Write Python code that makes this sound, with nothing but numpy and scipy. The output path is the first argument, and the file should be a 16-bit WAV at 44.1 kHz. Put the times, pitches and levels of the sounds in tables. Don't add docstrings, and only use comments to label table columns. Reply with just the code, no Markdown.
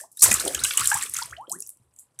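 import sys
import numpy as np
from scipy import signal
from scipy.fft import rfft, irfft, next_fast_len
from scipy.io import wavfile

SR = 44100
rng = np.random.default_rng(int(sys.argv[2]) if len(sys.argv) > 2 else 0)


def gain_from_db(level_db):
    decades = np.asarray(level_db, float) / 20
    return 10 ** decades


def digitize_waveform(pressure):
    field = np.atleast_2d(pressure).T
    bounded = np.clip(field, -1, 1)
    quanta = np.round(bounded * 32767).astype(np.int16)
    wavfile.write(sys.argv[1], SR, quanta)


N = 97020

# (frequency [Hz], level [dB])
SPRAY_COLOUR = [(2000, -23), (4500, -5.5), (6500, -12), (8000, -3), (11000, -5), (13500, -14), (16000, -14)]
# (frequency [Hz], level [dB])
SPRAY_EDGE = [(4200, -20), (6000, 1)]
# (time [s], peak level [dB], pitch [Hz], t60 [s])
PLINKS = [(0.173, -41, 3700, 0.047), (0.26, -19.5, 975, 0.047), (0.314, -12.5, 2580, 0.0077),
          (0.406, -16.5, 1410, 0.01), (.615, -32, 1430, 0.088), (0.476, -31, 456, 0.079),
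          (0.546, -29, 1597, 0.066), (0.577, -29.5, 2867, 0.03), (0.649, -27.5, 1470, 0.11),
          (0.708, -21.5, 1410, 0.022), (.795, -27.5, 2425, .03), (1.366, -32.5, 2970, 0.023),
          (0.776, -9.5, 2887, 0.015), (0.915, -12.5, 1570, 0.07), (1.025, -23, 1840, 0.023),
          (1.188, -25.5, 1327, 0.076), (.001, -38.5, 1713, 0.056), (1.308, -45, 3185, 0.029),
          (1.47, -46, 3130, 0.034), (1.625, -57.5, 2570, 0.086)]


def level_in_time(rows):
    return gain_from_db(np.interp(np.arange(N) / SR, *np.transpose(rows)))


def colour(x, points):
    hz, db = np.transpose(points)
    log_hz = np.log(np.arange(N // 2 + 1) * SR / N + 1)
    return irfft(rfft(x) * gain_from_db(np.interp(log_hz, np.log(hz), db)), N)


def rms_one(x):
    return x / np.sqrt(np.mean(x ** 2) + 1e-20)


def drift(rate_hz):
    pole = np.exp(-2 * np.pi * rate_hz / SR)
    noise = rng.standard_normal(N + SR)
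    return rms_one(signal.lfilter([1], [1, -2 * pole, pole * pole], noise)[SR:])


def ring(push, hz, t60):
    r, w = gain_from_db(-60 / (t60 * SR)), 2 * np.pi * hz / SR
    return signal.lfilter([0, np.sin(w)], [1, -2 * r * np.cos(w), r * r], push + 1e-18)


def add(out, s, x):
    i = int(np.clip(s * SR, 0, N))
    out[i:i + len(x)] += x[:N - i]


def grains(per_s, cycles, spread_db, clump_db, low_hz, high_hz):
    size_db = spread_db * np.minimum(rng.exponential(1, N), 4) + clump_db * drift(29)
    clicks = gain_from_db(size_db) * rng.choice([-1, 1], N) * (rng.random(N) < per_s / SR)
    pitch_class = rng.integers(0, 24, N)
    out = np.zeros(N)
    for k, hz in enumerate(np.geomspace(low_hz, high_hz, 24)):
        out += ring(clicks * (pitch_class == k), hz, cycles / hz)
    return rms_one(out) * np.sqrt(np.mean(out ** 2))


def spray():
    # (time [s], level [dB])
    spray_level = [(0, -35.5), (.1, -72), (.16, -58.5), (.217, -34.5), (.226, -5.5), (.245, -22.5),
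                   (.26, -22), (.345, -27.5), (.42, -31), (.63, -42), (.65, -24.5), (.76, -38), (.8, -35.5),
                   (.9, -24.5), (1.12, -44.5), (1.18, -32), (1.3, -50.5), (1.4, -72)]
    # (time [s], level [dB])
    trickle_level = [
        (1.48, -69),
        (1.52, -29.5),
        (1.59, -51),
        (1.65, -50),
        (1.71, -48),
        (1.77, -68),
        (1.92, -78),
        (2, -49),
        (2.1, -78),
        (2.2, -72.5),
    ]
    hiss = grains(14000, cycles=16, spread_db=2.5, clump_db=2, low_hz=2300, high_hz=15500)
    hiss = rms_one(colour(hiss, SPRAY_COLOUR))
    moving = level_in_time(spray_level) * colour(hiss, SPRAY_EDGE)
    trickle_colour = [(5300, -30), (7500, 0), (12000, 0), (13000, -8)]
    trickle = level_in_time(trickle_level) * colour(hiss, trickle_colour)
    return np.where(np.arange(N) < 1.44 * SR, moving, trickle)


def bubbles(per_s, cycles, low_hz, high_hz):
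    spread_db, rise_per_cycle = 3.5, .01
    out = np.zeros(N)
    for when, pitch, size, rise in rng.random((4000, 4))[:int(per_s * N / SR)]:
        hz = low_hz * (high_hz / low_hz) ** pitch
        turns = np.arange(int(cycles / hz * SR)) * hz / SR
        level_db = -spread_db * np.log(size + 0.0079) + 8 * pitch - 50 * turns / cycles
        shape = gain_from_db(level_db) * np.minimum(turns / 1.6, 1)
        phase = 2 * np.pi * turns * (1 + rise_per_cycle * rise * turns)
        add(out, when * N / SR, shape * np.sin(phase))
    return rms_one(out)


def splash_level():
    splash_db, splash_s = -13.5, 0.0064
    out, t = np.zeros(N), np.arange(4000) / SR
    for s, db, hz, t60 in PLINKS:
        add(out, s, gain_from_db(db + splash_db - 9 * t / splash_s) * np.minimum(t / .003, 1))
    return out


def slosh():
    # (time [s], level [dB])
    slosh_rows = [(0, -63), (.05, -101), (.2, -101), (.225, -30), (.33, -32), (.53, -46), (.65, -39.5),
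                  (.76, -41.5), (.8, -31.5), (.9, -39), (1.03, -39), (1.12, -58.5), (1.16, -38),
                  (1.27, -52.5), (1.4, -85), (2.18, -80.5), (2.192, -52.5)]
    level = level_in_time(slosh_rows) + splash_level()
    return level * bubbles(1800, cycles=16, low_hz=1057, high_hz=6500)


def gurgle():
    # (time [s], level [dB])
    surge_level = [(0, -59.5), (.2, -102), (.23, -52.5), (.29, -33.5), (.38, -55.5), (.47, -30.5),
                   (.58, -51.5), (.7, -61), (1.0, -79), (1.2, -94), (1.27, -62), (1.4, -66), (1.75, -82)]
    # (time [s], level [dB])
    drain_level = [(.2, -79), (.3, -53), (.55, -50), (.7, -63), (.78, -52), (.9, -71), (1.05, -54),
                   (1.15, -70), (1.3, -71), (1.44, -76.5), (1.54, -45), (1.62, -71.5), (1.72, -83.5)]
    surge = level_in_time(surge_level) * bubbles(800, cycles=8, low_hz=300, high_hz=800)
    drain = level_in_time(drain_level) * bubbles(200, cycles=8, low_hz=150, high_hz=480)
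    return surge + drain


def plinks():
    rise_oct_per_s, attack_s = 7.7, 0.0013
    out, t = np.zeros(N), np.arange(6000) / SR
    for s, db, hz, t60 in PLINKS:
        phase = 2 * np.pi * np.cumsum(hz * 2 ** (rise_oct_per_s * t)) / SR
        attack = np.sin(np.pi / 2 * np.minimum(t / attack_s, 1)) ** 2
        add(out, s, gain_from_db(db - 60 * t / t60) * attack * np.sin(phase))
    return out


def gulps():
    # (time [s], length [s], level [dB], start pitch [Hz], end pitch [Hz])
    gulp_rows = [(.008, 0.062, -51, 576, 760), (0.034, 0.015, -45.5, 730, 1240),
                 (0.308, 0.029, -30.5, 209, 237), (0.775, 0.035, -33.5, 1102, 1310),
                 (0.806, 0.025, -26, 994, 1683), (0.915, 0.027, -25, 766, 1150),
                 (0.948, 0.034, -27.5, 754, 1510), (1.215, 0.021, -32.5, 898, 1099),
                 (1.322, 0.022, -32.5, 1100, 2845), (1.371, .088, -38, 620, 1490),
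                 (0.59, 0.014, -30.5, 3470, 5300), (1.305, 0.011, -49, 1150, 1200),
                 (1.479, 0.012, -42, 430, 700), (1.495, 0.073, -39, 557, 2041),
                 (1.521, 0.105, -48.5, 323.5, 449)]
    bend = 1.4
    out, wobble = np.zeros(N), 1 + .2 * drift(60)
    for s, length, db, start_hz, end_hz in gulp_rows:
        u = np.linspace(0, 1, int(length * SR))
        phase = 2 * np.pi * np.cumsum(start_hz + (end_hz - start_hz) * u ** bend) / SR
        swell = np.minimum(u / 0.19, 1) ** 1.5
        fade = np.minimum((1 - u) / .5, 1)
        add(out, s, gain_from_db(db) * swell * fade * np.sin(phase))
    return out * wobble


def burst(db, hz, length, spread_oct):
    ring_cycles = 46.9
    when, pitch, size = rng.random(12), rng.standard_normal(12), rng.random(12)
    when[0], pitch[0], size[0] = .15, 0, 0
    bunch, t = np.zeros(2400), np.arange(400) / SR
    for k in range(12):
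        f = min(hz * 2 ** (spread_oct * pitch[k]), 15500)
        attack = np.minimum(t * f / 4, 1) ** 2
        grain = np.sin(2 * np.pi * f * t) * gain_from_db(-60 * t * f / ring_cycles) * attack
        add(bunch, min(when[k] * length, .04), gain_from_db(db - 4.8 * when[k] - 16 * size[k]) * grain)
    return bunch


def splats():
    # (time [s], peak level [dB], pitch [Hz], length [s])
    full_splats = [(0.0103, -21.5, 8360, .003), (0.1155, -37.5, 10000, .007), (.126, -42.5, 10500, .004),
                   (0.163, -42, 8300, .004), (0.171, -26, 10000, .0057), (0.194, -20, 8200, .0086),
                   (0.209, -21, 8100, .005), (0.2202, 2, 8530, .003), (0.2238, 3, 7890, .005),
                   (0.2321, 9, 8840, .005), (0.238, 6, 7960, .006), (.281, -11.5, 8500, .003),
                   (0.312, -2.5, 7970, .003), (.316, -4, 6820, .003), (0.325, -4, 7740, .005),
                   (0.3396, -1, 7740, .005), (.398, -10.5, 8450, .005), (0.4502, -13, 7850, .003),
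                   (0.478, -10, 8850, .005), (0.5463, -6.5, 7500, .003), (.591, -20, 7850, .005),
                   (0.602, -22.5, 9700, .003), (0.6367, -4, 7800, .004), (.646, -6, 8050, .004),
                   (0.7355, -17.5, 11600, .004), (0.756, -21.5, 8900, .003), (0.7722, -0.5, 7900, .005),
                   (0.7935, -9, 7670, .005), (.806, -10, 8000, .005), (0.842, -13.5, 8700, .007),
                   (.856, -10.5, 8400, .004), (.8725, 1, 7670, .003), (.9, -7, 7950, .003),
                   (0.941, -6, 7860, .005), (0.973, -16.5, 8650, .004)]
    # (time [s], peak level [dB], pitch [Hz])
    late_splats = [(1.0202, -17.5, 8500), (1.0246, -12, 7700), (1.0347, -12.5, 8820), (1.0956, -16, 10200),
                   (1.1374, -11.5, 9320), (1.1436, -13.5, 6870), (1.1663, -12, 7000), (1.186, -13.5, 7700),
                   (1.2234, -26.5, 6260), (1.2331, -22, 9200), (1.2578, -24.5, 8750), (1.295, -32, 7760),
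                   (1.3097, -31, 6960), (1.3824, -49.5, 7010), (1.4115, -48, 10800), (1.4953, -23, 11600),
                   (1.5163, -14, 8600), (1.5228, -17, 6900), (1.5874, -30, 9900), (1.5965, -33.5, 6910),
                   (1.6035, -15, 9630), (1.6144, -48, 6580), (1.622, -21.5, 7460), (1.6643, -32.5, 6650),
                   (1.6726, -24, 12500), (1.6913, -20.5, 9900), (1.7016, -28.5, 10200),
                   (1.771, -42.5, 9210), (1.9378, -48, 8470), (1.9617, -41.5, 7700), (1.9871, -34, 7070),
                   (1.9939, -32.5, 10940), (2.1442, -57.5, 7660), (2.189, -23, 8800), (2.1954, -19.5, 8400)]
    # (time [s], peak level [dB], pitch [Hz])
    slap_rows = [(0.1913, -21, 5300), (0.207, -17, 5570), (0.313, -8, 2440), (0.3662, -24, 5300),
                 (0.3955, -13, 4420), (0.4752, -13.5, 4200), (0.547, -15, 3210), (0.6384, -12.5, 4000),
                 (0.6481, -10.5, 2950), (0.706, -12, 3430), (0.734, -18.5, 3270), (0.7642, -33, 2970),
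                 (0.796, -18, 3100), (0.8537, -13.5, 4230), (1.059, -24, 3400), (1.163, -16.5, 5300),
                 (1.2222, -15.5, 4600), (1.4966, -30, 5200), (1.688, -55.5, 2730)]
    late_s, hiss_db, hiss_rise_s = .0026, -10.5, 0.0012
    out, hiss_level, t = np.zeros(N), np.zeros(N), np.arange(2000) / SR
    for s, db, hz, length in full_splats + [(*row, late_s) for row in late_splats]:
        add(out, s, burst(db + 0.5, hz, length, spread_oct=0.17))
        add(hiss_level, s, gain_from_db(db + hiss_db - 9 * t / length) * np.minimum(t / hiss_rise_s, 1))
    for s, db, hz in slap_rows:
        add(out, s, burst(db - 2.5, hz, length=0.0061, spread_oct=.35))
    hiss = colour(colour(rng.standard_normal(N), SPRAY_COLOUR), SPRAY_EDGE)
    return out + hiss_level * rms_one(hiss)


def basin():
    # (time [s], peak level [dB])
    surge_rows = [(0.218, -35), (0.273, -31.5), (0.326, -43), (0.447, -50), (0.542, -40), (0.608, -44),
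                  (0.793, -42.5), (0.858, -49), (0.945, -39), (1.154, -49.5), (1.294, -51.5),
                  (1.387, -61.5), (1.548, -65), (1.09, -53), (1.239, -52), (1.5, -63.5), (1.64, -68),
                  (1.794, -54), (1.85, -63), (2.169, -63.5)]
    # (frequency [Hz], level [dB], t60 [s])
    modes = [
        (73, 4.5, 0.28),
        (101.3, -9, 0.45),
        (123.9, 7.5, 0.15),
        (206, -31.5, .1),
    ]
    surge_s = 0.015
    out, t = np.zeros(N), np.arange(3000) / SR
    for hz, mode_db, t60 in modes:
        push = np.zeros(N)
        for s, db in surge_rows:
            add(push, s, gain_from_db(db + mode_db - 45.5 - 9 * t / surge_s) * np.minimum(t / .004, 1))
        out += ring(push * drift(270), hz, t60)
    return out


def room(x):
    t60_s, wall_cut_hz = 0.17, 11000
    size = next_fast_len(N + SR)
    w = 2 * np.pi * np.arange(size // 2 + 1) / size
    dull = 1 / (1 + 1j * w * SR / (2 * np.pi * wall_cut_hz)) ** .2
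    echo = 0
    for k, lag in enumerate(rng.uniform(.003, .017, 12) * SR):
        loop = gain_from_db(-60 * lag / SR / t60_s) * dull * np.exp(-1j * w * lag)
        echo = echo + (-1) ** k * loop / (1 - loop)
    return irfft(rfft(x, size) * echo, size)[:N]


def quiet_floor():
    # (frequency [Hz], level [dB])
    floor_colour = [(50, -13), (125, -7), (300, -24), (600, -23.5), (1000, -16.5), (1800, -35),
                    (16000, -46)]
    return gain_from_db(-75.5) * rms_one(colour(rng.standard_normal(N), floor_colour))


def scene():
    water = spray() + slosh() + gurgle() + splats()
    ringing = plinks() + gulps()
    echoes = gain_from_db(-21.5) * room(water + gain_from_db(0.5) * ringing)
    return (water + ringing + echoes + basin() + quiet_floor())[None]


def band_limit(x):
    return signal.sosfilt(signal.butter(12, 16460, fs=SR, output="sos"), x)


def record(dry):
    rounded = .82 * np.tanh(dry / .82)
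    x = signal.sosfilt(signal.butter(3, 64, "high", fs=SR, output="sos"), rounded)
    x = signal.sosfilt(signal.cheby2(10, 60, 16700, fs=SR, output="sos"), x)
    return band_limit(x)


dry = scene()
out = record(dry)
digitize_waveform(out)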